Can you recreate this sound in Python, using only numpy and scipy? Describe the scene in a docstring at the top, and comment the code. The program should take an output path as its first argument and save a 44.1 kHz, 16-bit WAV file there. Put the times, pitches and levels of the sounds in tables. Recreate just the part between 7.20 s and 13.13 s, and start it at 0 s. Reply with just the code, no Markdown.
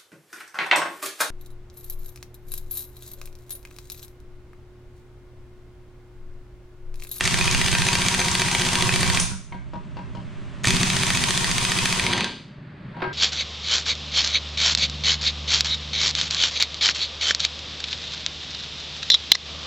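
"""A pneumatic impact wrench hammers a big axle nut in two bursts in a small, cluttered garage.
Each blow is a hard pulse that rings anvil, socket and axle housing, with cam clacks and rattle in between.
It stalls the vane motor, which spins up again, venting noise and thumps at ever shorter gaps.
The valve spits after the first burst and bleeds a whistle around the end of the second.
In both pauses the socket clunks by hand, over a low drone, a faint hiss and a low rumble that fades out late."""
import sys
import numpy as np
from scipy import signal
from scipy.fft import rfft, irfft, next_fast_len
from scipy.io import wavfile

SR = 44100
rng = np.random.default_rng(int(sys.argv[2]) if len(sys.argv) > 2 else 0)


def to_wav(s):
    """Save 16-bit WAV."""
    ch = np.atleast_2d(s).T  # columns
    pcm = np.round(np.clip(ch, -1, 1) * 32767)  # PCM
    wavfile.write(sys.argv[1], SR, pcm.astype(np.int16))


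N = 261513  # length in samples


def undb(db):
    """Decibels to gain."""
    return 10 ** (np.asarray(db) / 20)


def unit(x):
    """Scale to rms 1."""
    return x / np.sqrt(np.mean(x ** 2))


def curve(rows, axis):
    """One column of a table, joined by straight lines in time."""
    rows = np.array(rows)
    return np.interp(np.arange(N) / SR, rows[:, 0], rows[:, axis])


def since(s):
    """Seconds gone by since s; zero before it."""
    return np.maximum(np.arange(N) / SR - s, 0)


def through(x, response):
    """Pass a sound through an impulse response."""
    return signal.fftconvolve(x, response)[:N]


def colour(x, points, size=8192):
    """Minimum-phase filter of unit energy with the given (Hz, dB) shape."""
    hz, db = np.transpose(points)
    f = np.maximum(np.fft.rfftfreq(size, 1 / SR), 1)
    log_gain = np.log(undb(np.interp(np.log(f), np.log(hz), db)))
    # folding the cepstrum forward in time makes the filter causal
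    cepstrum = irfft(log_gain)
    cepstrum[1:size // 2] *= 2
    cepstrum[size // 2 + 1:] = 0
    response = irfft(np.exp(rfft(cepstrum)))
    return through(x, response / np.linalg.norm(response))


def ring(x, modes):
    """Decaying sines set off by x: one two-pole resonator for each mode (Hz, dB, t60 s)."""
    out = 0
    for hz, db, t60 in modes:
        r = np.exp(-np.log(1000) / (t60 * SR))
        w = 2 * np.pi * hz / SR
        feedback = [1, -2 * r * np.cos(w), r * r]
        out = out + undb(db) * signal.lfilter([0, r * np.sin(w)], feedback, x + 1e-18)
    return out


def taps(times, sizes):
    """One impulse for each event."""
    out = np.zeros(N)
    index = np.clip(np.ravel(times) * SR, 0, N - 1).astype(int)
    np.add.at(out, index, np.ravel(sizes))
    return out


def chatter(pulses, decay_s):
    """Each impulse breaks into a short swell of tiny contacts with the same energy."""
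    t = np.arange(SR // 4) / SR
    fade = np.exp(-t / decay_s) * (1 - np.exp(-t / .0005))
    return through(pulses, fade / np.linalg.norm(fade)) * rng.choice([-1, 1], N)


def treble(x, hz):
    """The part of a sound above hz."""
    return signal.sosfilt(signal.butter(1, hz, "high", fs=SR, output="sos"), x)


# How unlike the two microphones hear a diffuse field.
# Each row: frequency in Hz, side level in dB before the width is applied.
MIC_SPREAD = [(100, -46.5), (280, -14.5), (550, -7.5), (1100, -6.5), (2200, -9.5), (4000, -12.5),
              (8500, -3.5), (13000, -8.5)]


def pair(make, width):
    """Two microphones in a diffuse field: alike in the bass, unlike in the treble."""
    hz, db = np.transpose(MIC_SPREAD)
    mid, other = make(), make()
    size = next_fast_len(N)
    f = np.fft.rfftfreq(size, 1 / SR)
    gain = undb(np.interp(np.log1p(f), np.log(hz), db))
    side = width * irfft(rfft(other, size) * gain, size)[:N]
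    return np.array([mid + side, mid - side])


# Reverberation of the garage. Each row: frequency in Hz, t60 in seconds.
REVERB_T60 = [(150, 0.62), (600, 0.38), (2500, 0.45), (6000, 0.53), (12000, 0.38)]


def garage(x, wet_db, width):
    """Direct sound plus the dense echoes of a cluttered room, noise that dies at its own rate in each band."""
    t = np.arange(SR) / SR
    hz, t60 = np.transpose(REVERB_T60)

    def echoes():
        f, when, cells = signal.stft(rng.standard_normal(SR), SR, nperseg=512)
        fade = np.exp(-np.log(1000) * when / np.interp(f, hz, t60)[:, None])
        build_up = 1 - np.exp(-t / 0.0017)
        tail = signal.istft(cells * fade, SR)[1][:SR] * build_up
        return through(x, tail / np.linalg.norm(tail))
    return x + undb(wet_db) * pair(echoes, width)


# Hammer blows, one for each turn of the motor. Each row: start in seconds, then in dB against an
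# ordinary blow: weight, ping of the socket, snap, low clack, higher clang.
HAMMER_BLOWS = [(0.0075, -1, -17, -1, 6.5, 7), (0.0753, -0.5, 7, 5, 0, 5.5),
                (0.1415, 0.5, -14, -4.5, 5.5, -3.5), (0.2102, -3.5, -20, -1, 4, 7),
                (0.2772, -8.5, -5, 1, 0, 8.5), (0.3467, -3.5, 4.5, -7, -5, 8.5), (0.4133, 0, -13, -2, 3, 5),
                (0.482, -0.5, -17, -2, 5, 0), (0.5498, -3.5, -12, -11, 3.5, 10.5),
                (0.619, -1, -6, -2, 4, 5), (0.6862, 0, -8, -9, -5.5, 6.5), (0.7522, -2, 5.5, 4, -3.5, 7),
                (0.8177, -1.5, 0.5, 2, -9, -11), (0.8837, -0.5, -3, 13.5, -4.5, -2.5),
                (0.9458, -6, -1.5, 5, 4, -2), (1.014, -9.5, 1, 1, -1.5, 5.5), (1.0828, -3, 2, 5, 2.5, 0.5),
                (1.1514, 0, 7, 3, -1, -11.5), (1.2176, -1.5, 4.5, 7.5, 4.5, 6),
                (1.283, -7.5, -3, -4, 0.5, 5.5), (1.3487, 2, -15, 1, -4.5, 0),
                (1.418, -2.5, 6, 0, -4, -5.5), (1.487, -4, 0, 6, -10.5, 3.5), (1.5537, 2, 4, 4, -5.5, 0.5),
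                (1.6229, 1, 6, 7, -1, -0.5), (1.6909, -6.5, -7.5, -1, 5.5, 7.5),
                (1.7592, -2, 2.5, 5, 1, 3.5), (1.8296, -3, 8.5, 2.5, 5.5, 3.5), (1.8992, -4, 6, 0, 4, 1),
                (1.9715, -0.5, -9, 2.5, -3, 8.5), (3.444, -5.5, -3.5, -2, 8.5, -7.5),
                (3.505, -0.5, 4.5, 12, -5, 3.5), (3.566, -1, -2, -7, -3, -5.5),
                (3.6308, -2, 5.5, 11.5, 3.5, 0), (3.7004, -1, -2, 9, -8, -4.5), (3.766, -3.5, 2, 8, 4, -8),
                (3.8328, 0, 1.5, -4, -1, -1.5), (3.9025, 1, -11.5, -4, 9, 1.5),
                (3.9719, -4.5, 0, 7, -0.5, -0.5), (4.038, 1, 5, -8, -2, -13), (4.1063, -2, -3, 10, -3, 0),
                (4.1753, -3, 0.5, 9, -4, -3), (4.243, -3, 3, 2, 3.5, -14), (4.3132, -7.5, 3, 9, -3, 0),
                (4.3812, -1.5, 0, 7, -8.5, 1), (4.4494, -0.5, 2, -6, -14.5, -6),
                (4.5177, -0.5, 2, -10, 3, 0.5), (4.5867, -1, 4, -9, -13, -3), (4.6556, 1, 1, -3, 1, -6),
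                (4.7252, -1, 3, -9, 1.5, -1.5), (4.7953, 0.5, -7, 1, -8, 4),
                (4.8646, 0.5, -6, -4.5, -16, 6), (4.933, 2.5, -11, 0, 0, 1), (5.0068, 0.5, -6, 5, -6.5, -7)]
LONGEST_TURN_S = .1  # a longer gap between blows is a pause


def turns():
    """Start and length in seconds of every motor turn, from one blow to the next."""
    s = np.array(HAMMER_BLOWS)[:, 0]
    running = np.diff(s) < LONGEST_TURN_S
    return s[:-1][running, None], np.diff(s)[running, None]


# Trigger held. Each row: pulled at in seconds, let go at in seconds.
TRIGGER_HELD = [(-1, 2.0), (3.433, 5.0)]
EASE_S = 4.74  # the trigger is eased from here until the second burst ends


def eased():
    """How far the valve has been eased shut, 0-1."""
    return np.minimum(since(EASE_S) / (TRIGGER_HELD[1][1] - EASE_S), 1)


COAST_HZ, COAST_S = 190, .2  # puffs per s at first, time constant of the falling speed


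def coast(off):
    """Swing of the vane puffs as the free rotor runs down after the trigger is let go."""
    return np.sin(2 * np.pi * COAST_HZ * COAST_S * (1 - np.exp(-since(off) / COAST_S)))


# Spectra of the exhaust hiss, of the vane puffs, and of air buffeting the microphones.
# Each row: frequency in Hz, level in dB.
EXHAUST_SPECTRUM = [(200, 3.5), (500, -10.5), (820, -4), (1050, 2), (1350, -2.5), (2300, -1), (3500, -0.5),
                    (5500, -3.5), (7500, -6.5), (9300, -5), (10700, -26.5), (12300, -20.5), (15000, -29)]
PUFF_SPECTRUM = [(30, -19.5), (60, -12), (110, -1.5), (200, 1), (400, 5.5), (800, -7.5), (1500, -44)]
BUFFET_SPECTRUM = [(15, 1.5), (28, -13.5), (42, -12), (66, 5.5), (95, -1.5), (140, -2), (400, -75.5)]
# Vane puffs as the hose pressure surges and sags. Each row: time in seconds, relative level in dB.
PUFF_SURGE = [(0, -28.5), (.6, -26), (.74, -25.5), (.95, -29), (1.55, -27), (1.85, -25.5), (2.05, -27.5),
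              (3.48, -24), (3.62, -23.5), (3.72, -27), (4.3, -29), (4.95, -28)]
# Low resonances of the garage, then of the motor casing that the vanes rattle.
# Each row: frequency in Hz, level in dB, t60 in seconds.
ROOM_MODES = [(135.3, -2.5, 0.12), (187.05, 0, 0.33), (247.3, -0.5, 0.43), (387.6, 4.5, 0.21)]
CASING_MODES = [(748, -7, .08), (957, 2.5, .08), (1072, 1, .07)]
# How hard the casing is rattled. Each row: time in seconds, relative level in dB.
CASING_RATTLE = [(0, -57.5), (.6, -54), (1.2, -57), (1.58, -46.5), (1.75, -58.5), (1.98, -47), (3.5, -55),
                 (4.2, -56), (4.95, -51.5)]
VANES = 6
COAST_DB_PER_S = 120  # fall of the coasting puffs


def motor():
    """From each stall the rotor speeds up, so its vanes vent at ever shorter gaps: a rising throb in every turn."""
    start, length = turns()
    chance = rng.standard_normal((len(start), 3))
    throb, vent = np.zeros(N), np.zeros(N)
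    for s, span, (early, turn, push) in zip(start[:, 0], length[:, 0], chance):
        stall = .31 + .008 * early  # share of the turn
        first, last = int((s + stall * span) * SR), int((s + span) * SR)
        run = np.linspace(0, 1, last - first)
        phase = 2 * np.pi * (VANES + .06 * turn) * run ** 1.6
        # chamber pressure builds after the stall and sags as the rotor gathers speed
        build, end = np.minimum(run / .22, 1), np.minimum((1 - run) / .04, 1)
        pressure = build * undb(-7 * run + .8 * push) * end
        throb[first:last] = pressure * (np.sin(phase) + .22 * np.sin(2 * phase) + .15 * np.sin(3 * phase))
        vent[first:last] = pressure * (1 + 1.61 * np.cos(phase))
    # with the trigger let go the rotor coasts, slower and weaker
    for (_, off), db in zip(TRIGGER_HELD, (-5, -16)):
        throb = throb + undb(db - COAST_DB_PER_S * since(off)) * coast(off)
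    opening = []
    for on, off in TRIGGER_HELD:
        opening += [(on, 0), (on + 0.016, 1), (off, 1), (off + 0.11, 0)]
    flow = curve(opening, axis=1)
    jet = (flow + undb(-5.0) * vent) * rng.standard_normal(N)
    hiss = undb(-33.5) * colour(jet, EXHAUST_SPECTRUM) * (1 - eased())
    puffs = throb * undb(curve(PUFF_SURGE, axis=1))
    thump = undb(-15.0) * colour(puffs, PUFF_SPECTRUM)
    boom = undb(-44) * ring(thump, ROOM_MODES)
    # the slowest puffs rock the two microphones in opposite senses
    rocking = undb(-30.5) * colour(puffs, BUFFET_SPECTRUM) * np.array([[-.8], [1.1]])
    rattle = vent * rng.standard_normal(N) * undb(curve(CASING_RATTLE, axis=1))
    casing = undb(-8.5) * ring(rattle, CASING_MODES)
    airy = garage(hiss, wet_db=0.0, width=3.06)
    return airy + garage(casing, wet_db=-3.5, width=1.5) + thump + boom + rocking


# Gusts of exhaust air reach the microphones. 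Each row: start in seconds, end in seconds, level in dB.
AIR_GUSTS = [(0, 0.62, -27), (1.588, 2.11, -27), (3.474, 3.566, -27), (3.85, 4.403, -35)]
GUST_RISE_S, GUST_FALL_S = 0.044, 0.044
DRAUGHT_DB = -36.5  # a light draught under the gusts
RUMBLE_FADE_S, RUMBLE_FADE_DB_PER_S = 4.75, 60  # from here the low rumble fades out


def wind():
    """Strength of the low rumble: a light draught and gusts that rise, hold and fall, with a late fade-out."""
    gusts = 0
    for on, off, db in AIR_GUSTS:
        rise = np.minimum(since(on) / GUST_RISE_S, 1)
        gusts = gusts + undb(db) * rise * np.exp(-since(off) / GUST_FALL_S)
    return np.hypot(gusts, undb(DRAUGHT_DB)) * undb(-RUMBLE_FADE_DB_PER_S * since(RUMBLE_FADE_S))


# Spectrum of the low drone. Each row: frequency in Hz, level in dB.
DRONE_SPECTRUM = [(15, -51.5), (25, -31), (91, -23), (123, -4.5), (199, -10), (230, -14.5), (334, -22.5),
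                  (357, -23.5), (403, -19.5), (454, -43.5), (600, -22), (780, -48), (1320, -120)]
# The drone's loudness. Each row: time in seconds, level in dB.
DRONE_FADER = [(2.25, -48.5), (2.55, -42.5), (2.85, -40), (3.0, -38.5), (3.35, -39.5), (3.7, -36),
               (5.2, -45.5), (5.7, -39)]
# Two spectra of the faint hiss, for the first and the second pause.
# Each row: frequency in Hz, level in dB.
HISS_SPECTRA = [
    [(200, 1.5), (600, 0.5), (1100, 5.5), (2300, 1.5), (3200, -1.5), (5000, -11.5), (8000, -16.5),
     (9500, -22.5), (11500, -62.5)],
    [(200, 4), (600, -7), (1100, -3.5), (1750, -2.5), (2600, -9.5), (4600, -18.5), (5600, -34.5),
     (9000, -42), (11500, -83)],
]
# The faint hiss swells through each pause.
# Each row: start in seconds, end in seconds, level in dB at first, level in dB at last.
PAUSE_SWELLS = [(2.25, 3.4, -57.5, -47.5), (5.25, 5.75, -53.5, -46.5)]


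def background():
    """Coloured noise: a low drone, a faint hiss that turns duller later on, and air rumbling on the microphones."""
    drone = pair(lambda: unit(colour(rng.standard_normal(N), DRONE_SPECTRUM)), .8)
    drone = drone * undb(curve(DRONE_FADER, axis=1))
    dull = curve([(PAUSE_SWELLS[0][1], 0), (PAUSE_SWELLS[1][0], 1)], axis=1)

    def faint_hiss():
        bright_hiss, dull_hiss = [unit(colour(rng.standard_normal(N), shape)) for shape in HISS_SPECTRA]
        return (1 - dull) * bright_hiss + dull * dull_hiss
    swell = []
    for start, end, first_db, last_db in PAUSE_SWELLS:
        swell += [(start, first_db), (end, last_db)]
    hiss = pair(faint_hiss, 1.0) * undb(curve(swell, axis=1))
    rumble = unit(colour(rng.standard_normal(N), BUFFET_SPECTRUM)) * wind()
    # the two microphones are pushed in opposite senses
    return drone + hiss + rumble * np.array([[-.7], [1.3]])


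BEND_S, BEND_HZ = .0016, 2000  # bending waves arrive this late at BEND_HZ, the treble sooner


def bend(x):
    """Dispersion in steel: delay falls as one over the root of frequency and smears a pulse."""
    size = next_fast_len(N + SR)
    f = np.fft.rfftfreq(size, 1 / SR)
    lag = np.exp(-2j * np.pi * BEND_S * 2 * np.sqrt(BEND_HZ * f))
    return irfft(rfft(x, size) * lag, size)[:N]


# Individually timed clacks, strong and weak, of the hammer riding over its cam.
# Each row: start in seconds, weight in dB, snap in dB, both against an ordinary blow.
CAM_CLACKS = [(0.0402, -17, 0.5), (0.053, -4, 5), (0.1734, -25, -10), (0.1873, 2, -11), (0.2418, -5, -2),
              (0.255, -6.5, -4), (0.3114, -12, 4), (0.3242, -3, -1), (0.4467, -16, -7), (0.4605, 0, -7),
              (0.5142, -9, 4), (0.5274, 0, -9), (0.5832, -1, 2), (0.6504, -15, -4), (0.6645, 0, -8),
              (0.7302, 0.5, 2), (0.8619, -0.5, -2), (0.9912, 0, -15), (1.0453, -3, -19), (1.0594, -7, -25),
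              (1.1136, -19, 5), (1.1953, 0.5, -12), (1.3117, -8, -0.5), (1.3956, -6, -5),
              (1.449, -7.5, -14.5), (1.4647, -3.5, -7), (1.5306, -6.5, -9), (1.722, -13, -14),
              (1.7382, -1, -13), (1.8068, -2, -14.5), (1.8767, -9.5, -5.5), (1.9467, -8, 5),
              (3.6094, -16, -13), (3.8634, -13, -2), (3.9332, -12, -9), (3.9472, -1.5, -2)]
# The loose socket jolts as the trigger is pulled or let go.
# Each row: start in seconds, weight in dB, snap in dB.
SOCKET_JOLTS = [(1.997, -15, -5), (3.435, -17, -9), (3.441, -9, -4), (3.453, -2.5, 6), (3.471, 0, 9),
                (3.482, 1.5, 2), (4.977, -2, -1), (5.0432, 2, -13)]
# Further clacks come at these shares of a turn.
CLACK_SHARES = (.46, .675)
CLACK_SNAP_DB, CAM_DB, RATTLE_DB = -6, -8, -12


def clatter(count=7):
    """Contacts between blows, as body and edge: cam clacks, jolts, a rattle that thickens as the rotor speeds up."""
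    start, length = turns()
    s, weight_db, snap_db = np.transpose(list(CAM_CLACKS) + list(SOCKET_JOLTS))
    chance = rng.standard_normal((len(start), 2, 2))
    cam_s = start + length * (np.array(CLACK_SHARES) + .015 * chance[:, 0])
    cam = taps(cam_s, undb(CAM_DB + 2 * chance[:, 1]))
    # the root crowds the contacts towards the end of the turn
    rattle_s = start + length * np.sqrt(rng.uniform(.01, .97, (len(start), count)))
    rattle = taps(rattle_s, undb(RATTLE_DB + 3 * rng.standard_normal(rattle_s.shape)))
    body = chatter(taps(s, undb(weight_db)) + cam, 0.0031) + chatter(rattle, 0.0012)
    edge = chatter(taps(s, undb(CLACK_SNAP_DB + snap_db)) + undb(-3.5) * cam, 0.0028)
    # a jolt opens with one hard contact
    jolt_s, jolt_db, _ = np.transpose(SOCKET_JOLTS)
    return body + bend(taps(jolt_s, undb(jolt_db - 4))), edge


DETUNE, SCATTER_DB = .022, 2  # spread from blow to blow: share of each mode's pitch, its strength


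def strike(times, levels_db, modes):
    """Each blow lands a little differently and rings the modes with its own tuning and strengths."""
    t = np.arange(SR // 10) / SR
    hz, db, t60 = np.transpose(modes)[:, :, None]
    out = np.zeros(N + len(t))
    chance = rng.standard_normal((len(times), 2, len(modes), 1))
    for s, level_db, (tune, strength) in zip(times, levels_db, chance):
        gain = undb(level_db + db + SCATTER_DB * strength)
        tone = np.sin(2 * np.pi * hz * (1 + DETUNE * tune) * t)
        rings = gain * np.exp(-np.log(1000) * t / t60) * tone
        out[int(s * SR):][:len(t)] += rings.sum(axis=0)
    return out[:N]


# Spectra of steel on steel: its body, then its bright edge. Each row: frequency in Hz, level in dB.
CRACK_SPECTRUM = [(150, -31.5), (600, -23.5), (1100, -3.5), (1450, -7.5), (1900, 6), (2700, 4), (3600, 3.5),
                  (4800, -3), (5400, -15.5), (6400, -7), (9400, -8.5), (11000, -40), (14500, -34)]
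SNAP_SPECTRUM = [(1500, -28.5), (3800, 6), (5500, 5.5), (6300, 11), (8200, 3), (9300, -6), (10700, -27),
                 (14500, -23.5)]
# Modes of the anvil (two for the clack, two for the clang, then the rest), of the socket's ping and
# of the axle housing. Each row: frequency in Hz, level in dB, t60 in seconds.
ANVIL_MODES = [(1885, -4.5, 0.028), (2046, -2.5, 0.016), (2433, -6.5, 0.036), (2638, -5, 0.023),
               (3850, -18.5, .018), (4880, -19, 0.035), (6220, -4.5, 0.017), (8980, -12.5, 0.034)]
PING_MODES = [(4583, 0.0058, 0.023)]
HOUSING_MODES = [(372, 6, 0.34), (517, -9, .35), (722, -7, 0.3), (772, -6, .2), (846, -2, 0.12),
                 (958, 6, 0.27), (1075, -2, 0.15), (1262, -5, .12), (1590, 4, 0.36), (1800, -9, 0.12),
                 (1983, -8, .2), (2178, -6, .18), (2360, -2, 0.11), (4150, -21, .12)]
# Modes of the socket, seated anew between the bursts. Each row: frequency in Hz,
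# level in dB in the first burst, level in dB in the second, t60 in seconds.
SOCKET_MODES = [(2050, -7, -10, .04), (2340, -4, -10, .05), (2530, -11, -2, .08), (3170, -10, -10, .1),
                (3310, -13, -7, .1), (3362, -12, -16, .1), (3505, -16, -7, .08), (3900, -11, -11, .05),
                (4540, -7, -8, .07), (4910, -14, -7, .07), (5310, -16, -11, .07), (6200, -4, -3, .03),
                (8850, -9, -9, .025), (9150, -9, -9, .03)]
# Grip of the socket on the housing. Each row: time in seconds, relative level in dB.
HOUSING_GRIP = [(0, -34.5), (.85, -31), (1.55, -28), (2.0, -31.5), (3.5, -38), (4.5, -39.5), (4.9, -28),
                (5.01, -33.5)]
# an ordinary blow: its knock, the anvil, the socket's ping, the bright snap, the socket's rebound
KNOCK_DB, STRIKE_DB, PING_DB, SNAP_DB, REBOUND_DB = 2, -20, -23, -6.5, -1.5
DULL_BLOW_HZ = 7200  # the last blows sound duller, losing their edge above this


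def hammer():
    """Every blow is a hard pulse into anvil and socket, then a short rebound; other contacts clatter between."""
    s, weight_db, ping_db, snap_db, clack_db, clang_db = np.transpose(HAMMER_BLOWS)
    blow = bend(taps(s, undb(weight_db)))
    body, edge = clatter()
    rebound = chatter(taps(s + BEND_S, undb(weight_db)), 0.0017)
    contact = undb(KNOCK_DB) * blow + undb(REBOUND_DB) * rebound + body
    snap = taps(s + BEND_S / 2, undb(SNAP_DB + snap_db)) + edge
    crack = colour(contact, CRACK_SPECTRUM) + colour(snap, SNAP_SPECTRUM)
    clack = strike(s, clack_db, ANVIL_MODES[:2])
    clang = strike(s, clang_db, ANVIL_MODES[2:4])
    struck = clack + clang + strike(s, weight_db, ANVIL_MODES[4:])
    anvil = undb(STRIKE_DB) * (bend(struck) + undb(-4) * ring(body, ANVIL_MODES))
    ping = ring(bend(taps(s, undb(PING_DB + ping_db))), PING_MODES)
    reseated = since(PAUSE_SWELLS[0][1]) > 0
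    socket = 0
    for hz, first_db, second_db, t60 in SOCKET_MODES:
        seat = undb(np.where(reseated, second_db, first_db))
        socket = socket + ring(contact * seat, [(hz, -31, t60)])
    steel = crack + anvil + ping + socket
    # the dulling keeps time with the easing of the trigger
    for _ in range(2):
        steel = steel - eased() * treble(steel, DULL_BLOW_HZ)
    # the short steel contacts reach the lowest modes of the housing only weakly
    push = treble(contact, 550) * undb(curve(HOUSING_GRIP, axis=1))
    housing = undb(-12.5) * ring(push, HOUSING_MODES)
    return garage(steel + housing, wet_db=-7.5, width=1.05)


# Spectra of the spit as the valve shuts and of the air bleeding past it.
# Each row: frequency in Hz, level in dB.
SPIT_SPECTRUM = [(1000, -3.5), (4000, -7.5), (6200, 5), (8400, -3), (9350, 10.5), (10000, -7),
                 (10800, -67.5), (13800, -38.5), (14550, -18), (15300, -37)]
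BLEED_SPECTRUM = [(300, 6.5), (650, -5.5), (1000, -1.5), (1400, -9), (2200, -3.5), (3400, -1), (4900, -4.5),
                  (5300, -20), (9000, -49), (12000, -57)]
# Air passages that ring after the spit, and the whistle of air through the half-shut valve.
# Each row: frequency in Hz, level in dB, t60 in seconds.
PASSAGE_MODES = [(6330, -36, .45), (6440, -38, .35), (7750, -42, .4), (9330, -39, .2)]
WHISTLE_MODES = [(620, -54, .3), (1814, -49, .35), (3290, -49, .25), (3500, -48, .25), (3830, -49, .2),
                 (4895, -51, .35)]
# bleeding air: level, how long it outlasts the trigger, its fall
BLEED_DB, BLEED_HOLD_S, BLEED_FALL_DB_PER_S = -28, 0.008, 129
CHOP = .6  # how deeply the coasting rotor chops the escaping air, 0-1


def release():
    """Shutting, the valve spits a shrill, ringing noise burst; eased, it bleeds duller noise that whistles."""
    (_, first_off), (_, second_off) = TRIGGER_HELD
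    shut = chatter(taps(first_off - .002, 0.74), 0.0069)
    spit = undb(8.5) * colour(shut, SPIT_SPECTRUM)
    passages = ring(shut, PASSAGE_MODES) * (1 + CHOP * coast(first_off))
    fall_db = BLEED_FALL_DB_PER_S * since(second_off + BLEED_HOLD_S)
    leak = np.sqrt(eased()) * undb(BLEED_DB - fall_db) * rng.standard_normal(N)
    leak = leak * (1 + CHOP * coast(second_off))
    bleed = treble(colour(leak, BLEED_SPECTRUM), 150)
    return garage(spit + bleed + passages, wet_db=-2.0, width=0.38) + ring(leak, WHISTLE_MODES)


# The socket drops back and is set on the nut by hand. Each row: start in seconds, thud in dB,
# click in dB, click centre in Hz, ring of the tool in dB, ring of the housing in dB,
# left minus right in dB (approximate).
SOCKET_CLUNKS = [(2.094, -20, -14, 1500, -63, -68, 0), (2.114, -26, -14.5, 1380, -60, -64, 3),
                 (2.323, -17, -16.5, 2100, -48.5, -51.5, 3), (2.535, -12.5, -25, 3200, -41, -64, 3.5),
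                 (2.769, -14.5, -19, 2650, -46, -53.5, 4), (2.95, -20, -20, 3000, -47, -69, 5),
                 (5.747, -31, -38.5, 1800, -54, -56, -2), (5.767, -14, -22, 1900, -63, -52, 4),
                 (5.775, -21, -25, 2100, -58, -61, 0), (5.803, -7.5, -21, 2300, -62, -56, -1),
                 (5.8189, 0.5, -11.5, 2200, -52, -48, -5), (5.8245, -6.5, -15, 2300, -66, -32.5, 5)]
# Spectrum of the thud. Each row: frequency in Hz, level in dB.
THUD_SPECTRUM = [(80, -13), (200, 2), (420, -3.5), (600, 7.5), (690, 7), (860, 12.5), (1100, 6),
                 (1400, 1.5), (2200, -3), (3000, -8), (4500, -13), (5800, -36), (9000, -58)]
# A click's spectrum about its centre. Each row: multiple of the centre, level in dB.
CLICK_SHAPE = [(.3, -2), (.8, -4), (1, 16), (1.2, 0.5), (1.7, 1.5), (2.2, -9.5), (2.9, -26), (5.5, -35)]
# Modes of the wrench body. Each row: frequency in Hz, level in dB, t60 in seconds.
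TOOL_MODES = [(335, -1, .08), (578, 3, .09), (622, 2, .17), (860, 0, .07), (953, 9.5, 0.13),
              (1066, -2, 0.13), (1490, -5, .05), (2630, -9, .05)]
BOUNCE_S, BOUNCE_DB = 0.02, -6.5  # one bounce: delay, and level against the first touch
BOOM_DB, BOOM_LAG_S = -32.5, .025  # drive and delay of the room's boom


def clunks():
    """Socket on nut: a dull thud and a dry click of its own pitch bounce once and ring tool and housing."""
    dry, lean, boom_taps = 0, 0, 0
    blunt = signal.butter(2, 4500, fs=SR, output="sos")
    for s, thud_db, click_db, click_hz, tool_db, housing_db, pan_db in SOCKET_CLUNKS:
        knock = taps(s, 0.93)
        touches = knock + taps(s + BOUNCE_S, undb(BOUNCE_DB))
        click_spectrum = [(click_hz * multiple, db) for multiple, db in CLICK_SHAPE]
        click = undb(click_db) * colour(chatter(touches, .005), click_spectrum)
        thud = undb(thud_db) * colour(chatter(touches, .011), THUD_SPECTRUM)
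        rings = undb(tool_db) * ring(touches, TOOL_MODES) + undb(housing_db) * ring(knock, HOUSING_MODES)
        sound = thud + click + signal.sosfilt(blunt, rings)
        dry = dry + sound
        lean = lean + sound * (undb(pan_db / 2) - 1)
        # only the clunks of the first pause set off a low boom in the room
        if s < PAUSE_SWELLS[0][1]:
            boom_taps = boom_taps + taps(s + BOOM_LAG_S, undb(BOOM_DB))
    boom = ring(boom_taps, ROOM_MODES[:2])
    return garage(dry, wet_db=-3.0, width=1.6) + boom + lean * np.array([[1], [-1]])


# The wrench kicks in the hand or is shifted. Each row: start in seconds, level in dB.
HAND_KICKS = [(2.987, -21), (3.472, -8.5), (3.54, -10), (3.666, -22), (5.384, -26), (5.876, -20)]
# Mode of the thump. Each row: frequency in Hz, level in dB, t60 in seconds.
KICK_MODES = [(145, 0.0031, 0.017)]


def kicks():
    """Dull thumps: one short low mode set off by each kick."""
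    return ring(sum(taps(s, -undb(db)) for s, db in HAND_KICKS), KICK_MODES)


def scene():
    """Wrench, handling and room."""
    return motor() + background() + hammer() + release() + clunks() + kicks()


TOP_HZ = 15300


def record(dry):
    """Soft saturation rounds the highest peaks, then a steep low-pass cuts the top."""
    low_pass = signal.ellip(10, .2, 80, TOP_HZ, fs=SR, output="sos")
    return signal.sosfilt(low_pass, np.tanh(dry))


dry = scene()
out = record(dry)
to_wav(out)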